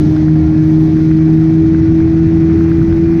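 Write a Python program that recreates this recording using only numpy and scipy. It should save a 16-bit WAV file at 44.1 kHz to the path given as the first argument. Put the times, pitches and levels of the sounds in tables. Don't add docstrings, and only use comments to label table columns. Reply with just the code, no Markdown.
import sys
import numpy as np
from scipy import signal
from scipy.io import wavfile
from scipy.ndimage import uniform_filter1d, minimum_filter1d

SR = 44100
rng = np.random.default_rng(int(sys.argv[2]) if len(sys.argv) > 2 else 0)


def file_out(sig):
    cols = np.atleast_2d(sig).T
    lim = np.clip(cols, -1, 1)
    pcm = np.round(lim * 32767).astype(np.int16)
    wavfile.write(sys.argv[1], SR, pcm)


def invert_db(level):
    return 10 ** (np.asarray(level, dtype=float) / 20)


N = 141120

# (t/s, shaft speed/(turns/s), 4th order level/dB, 2nd order level/dB, 1st order level/dB)
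MOTOR_COURSE = [(0, 76.7, -13.5, -16.5, -39.5), (.3, 78.0, -11, -11.5, -19.5), (.7, 78.6, -11, -13.5, -26),
                (1.1, 79, -10.5, -12, -30.5), (1.6, 80.6, -10, -11.5, -30), (1.8, 80.5, -10, -15.5, -18.5),
                (2.2, 81.1, -10, -14, -29), (2.55, 81.6, -11, -16, -18), (2.9, 82.4, -11.5, -17.5, -22.5),
                (3.2, 82.6, -11, -18, -25)]


def evened(x):
    return x / np.sqrt(np.mean(x ** 2) + 1e-20)


def curve(table, column):
    rows = np.array(table)
    return np.interp(np.arange(N) / SR, rows[:, 0], rows[:, column])


def drift(top_hz):
    t = np.arange(0, N + 64, 64) / SR
    wander = 0
    for hz in top_hz * np.geomspace(0.04, 1, 24):
        wander = wander + np.sin(2 * np.pi * (hz * t + rng.random())) / np.sqrt(hz)
    return np.interp(np.arange(N) / SR, t, evened(wander))


def hiss(spectrum, size, patchy_db, flicker_db):
    frames = 4 * N // size + 8
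    hz = np.fft.rfftfreq(size, 1 / SR)
    real, imag, patches = rng.standard_normal((frames, len(hz), 3)).T
    patches = evened(uniform_filter1d(uniform_filter1d(patches, 8, 0), 6, 1))
    flicker = evened(uniform_filter1d(rng.standard_normal(frames), 3))
    f, db = np.transpose(spectrum)
    level = np.interp(np.log(hz + 1), np.log(f + 1), db, left=-90, right=-90)[:, None]
    z = (real + 1j * imag) * invert_db(level + patchy_db * patches + flicker_db * flicker)
    noise = signal.istft(z, nperseg=size, noverlap=3 * size // 4)[1]
    return evened(noise[:N])


def shaft_angle():
    jitter, jitter_top_hz = 0.0015, 20
    speed = curve(MOTOR_COURSE, 1) * (1 + jitter * drift(jitter_top_hz))
    return 2 * np.pi * np.cumsum(speed) / SR


def motor(angle):
    # (multiple of shaft speed, rms level/dB before wavering)
    weak_orders = [(3, -33), (5, -37.5), (6, -48), (7, -50), (8, -52), (9, -47), (10, -52.5), (11, -54),
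                   (12, -60), (13, -59), (14, -56), (15, -61), (16, -57.5), (18, -53), (19, -69.5),
                   (20, -56.5), (21, -59.5), (22, -55), (23, -58.5), (24, -54.5), (25, -56.5), (27, -62.5),
                   (28, -64), (29, -55), (30, -65), (31, -67.5), (32, -62.5), (33, -63)]
    waver_top_hz = 40
    uneven = drift(waver_top_hz)
    strong_orders = [  # (multiple of shaft speed, table column, waver/dB)
        (4, 2, 0.4 * drift(waver_top_hz)),
        (2, 3, -1.3 * uneven),
        (1, 4, 2.8 * uneven)]
    hum = np.zeros(N)
    for order, column, waver_db in strong_orders:
        hum -= invert_db(curve(MOTOR_COURSE, column) + waver_db) * np.cos(order * angle)
    for order, db in weak_orders:
        phase = 2 * np.pi * rng.random()
        hum += invert_db(db + 3.0 * drift(waver_top_hz)) * np.cos(round(order) * angle + phase)
    return np.sqrt(2) * hum


def wind():
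    # (f/Hz, relative density level/dB per Hz)
    spectrum = [(12, -43.5), (22, -16), (35, -15.5), (65, -3.5), (125, 0.5), (190, -5), (290, -10),
                (400, -15), (450, -27.5), (600, -50)]
    # (t/s, rms level/dB)
    gusts = [(0, -13.5), (.3, -18.5), (.6, -17.5), (1.0, -16.5), (1.6, -18), (1.75, -14.5), (2.3, -17),
             (2.45, -14), (2.75, -15.5), (3.2, -15)]
    return invert_db(curve(gusts, 1)) * hiss(spectrum, size=1024, patchy_db=1.1, flicker_db=0.8)


def slap(t, shift, splash_db, top_hz):
    from_hz, to_hz, glide_s = 850, 1736, 0.0031
    rise_s, t60_s, splash_low_hz = 0.0017, 0.02, 786
    hz = shift * (to_hz + (from_hz - to_hz) * np.exp(-t / glide_s))
    knock = np.sin(2 * np.pi * np.cumsum(hz) / SR)
    band = signal.butter(3, [splash_low_hz, top_hz], "bandpass", fs=SR, output="sos")
    splash = evened(signal.sosfilt(band, rng.standard_normal(len(t))))
    rise = 1 - np.exp(-(t / rise_s) ** 2)
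    decay = invert_db(-60 * np.maximum(t - glide_s, 0) / t60_s)
    return (knock + invert_db(splash_db) * splash) * rise * decay


def slaps():
    # (t/s, knock amplitude level/dB, splash rms level re knock amplitude/dB, splash top f/Hz)
    hits = [(0.057, -32, -9, 2210), (0.162, -25.5, -9, 4330), (.2795, -28, -9.5, 2200),
            (.966, -27.5, -6, 2300), (1.111, -27.5, -5.5, 2450), (1.6586, -31.5, -11, 2000),
            (1.744, -27.5, -8, 2000), (2.0007, -28, -9, 2300), (2.517, -34, -9, 2000),
            (2.607, -28.5, -9, 2190), (2.715, -24.5, -11, 2300), (2.8142, -26, -11, 2308),
            (2.9235, -26.5, -7, 2009)]
    t = np.arange(3000) / SR
    out = np.zeros(N + len(t))
    for s, db, splash_db, top_hz in hits:
        shift = 1 + 0.03 * rng.standard_normal()
        start = round(s * SR)
        out[start:start + len(t)] += invert_db(db) * slap(t, shift, splash_db, top_hz)
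    return out[:N]


def rush(angle):
    # (t/s, wash rms level/dB, gurgle rms level/dB, fizz rms level/dB)
    levels = [(0, -39, -45.5, -43.5), (.1, -37, -44, -47), (.3, -37, -43.5, -49), (.55, -37, -43.5, -50),
              (.75, -38.5, -46, -48.5), (1.0, -40, -44.5, -48.5), (1.3, -40, -43, -49),
              (1.6, -41.5, -45, -49.5), (1.9, -42.5, -44, -50), (2.2, -39.5, -42.5, -50),
              (2.6, -41, -41, -49), (2.9, -40.5, -42, -50), (3.2, -39, -41, -50.5)]
    # (f/Hz, relative density level/dB per Hz)
    wash_spectrum = [(300, -17), (480, -5.5), (630, 1), (720, -0.5), (870, -5.5), (1020, -11), (1300, -30)]
    gurgle_spectrum = [(700, -20.5), (1050, -1.5), (1440, 0.5), (2050, -1), (2500, -5.5), (2900, -16),
                       (3400, -30)]
    fizz_spectrum = [(2200, -25.5), (2900, -0.5), (4000, -0.5), (6200, -3.5), (7000, -16.5), (9000, -25.5),
                     (10500, -41)]
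    rasp_depth = 0.062
    wash = invert_db(curve(levels, 1)) * hiss(wash_spectrum, size=512, patchy_db=0.9, flicker_db=-1.2)
    gurgle = invert_db(curve(levels, 2)) * hiss(gurgle_spectrum, size=512, patchy_db=1.0, flicker_db=1.7)
    fizz = invert_db(curve(levels, 3)) * hiss(fizz_spectrum, size=512, patchy_db=1.1, flicker_db=0.7)
    return (wash + gurgle + fizz) * (1 + rasp_depth * np.cos(2 * angle))


def drops():
    drops_per_s, level_db, spread_db = 260, -52.5, 2.5
    low_hz, high_hz, kinds, cycles = 1015, 5000, 20, 2.2
    starts = rng.random(N) < drops_per_s / SR
    size = invert_db(spread_db * np.minimum(rng.exponential(1, N), 4)) * starts
    kind = rng.integers(0, kinds, N)
    t = np.arange(1500) / SR
    out = np.zeros(N)
    for k, hz in enumerate(np.geomspace(low_hz, high_hz, kinds)):
        u = hz * t / cycles
        chirp = np.sin(2 * np.pi * hz * t * (1 + 0.13 * u))
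        grain = u * np.exp(-3 * u) * chirp * low_hz / hz
        out += signal.oaconvolve(size * (kind == k), grain)[:N]
    return invert_db(level_db) * evened(out)


def spray():
    # (f/Hz, relative density level/dB per Hz)
    spectrum = [(6500, -30), (7500, -5), (9500, -9), (10800, -20), (11800, -5), (12600, 0), (14000, -4),
                (15300, -12), (16000, -40)]
    # (t/s, rms level/dB)
    levels = [(0.05, -63), (0.21, -67), (0.6, -67), (0.68, -62), (0.77, -66), (0.8, -59), (0.91, -67),
              (1.01, -63), (1.24, -67), (1.33, -61), (1.47, -68), (1.53, -65), (1.73, -72), (2.24, -67),
              (2.48, -68), (2.61, -63), (2.93, -67), (2.96, -62), (3.04, -68), (3.15, -65)]
    return invert_db(curve(levels, 1)) * hiss(spectrum, size=512, patchy_db=1.8, flicker_db=1.5)


def scene():
    angle = shaft_angle()
    mix = motor(angle) + wind() + slaps() + rush(angle) + drops() + spray()
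    return mix[None]


def low_pass(x):
    return signal.sosfilt(signal.butter(12, 15300, fs=SR, output="sos"), x)


def record(dry):
    ceiling_db, hold_s = -1.1, 0.012
    span = round(hold_s * SR)
    needed = np.minimum(invert_db(ceiling_db) / (abs(dry) + 1e-9), 1)
    gain = minimum_filter1d(needed, span, axis=1)
    for _ in range(2):
        gain = uniform_filter1d(gain, span // 2, axis=1)
    return low_pass(dry * gain)


dry = scene()
out = record(dry)
file_out(out)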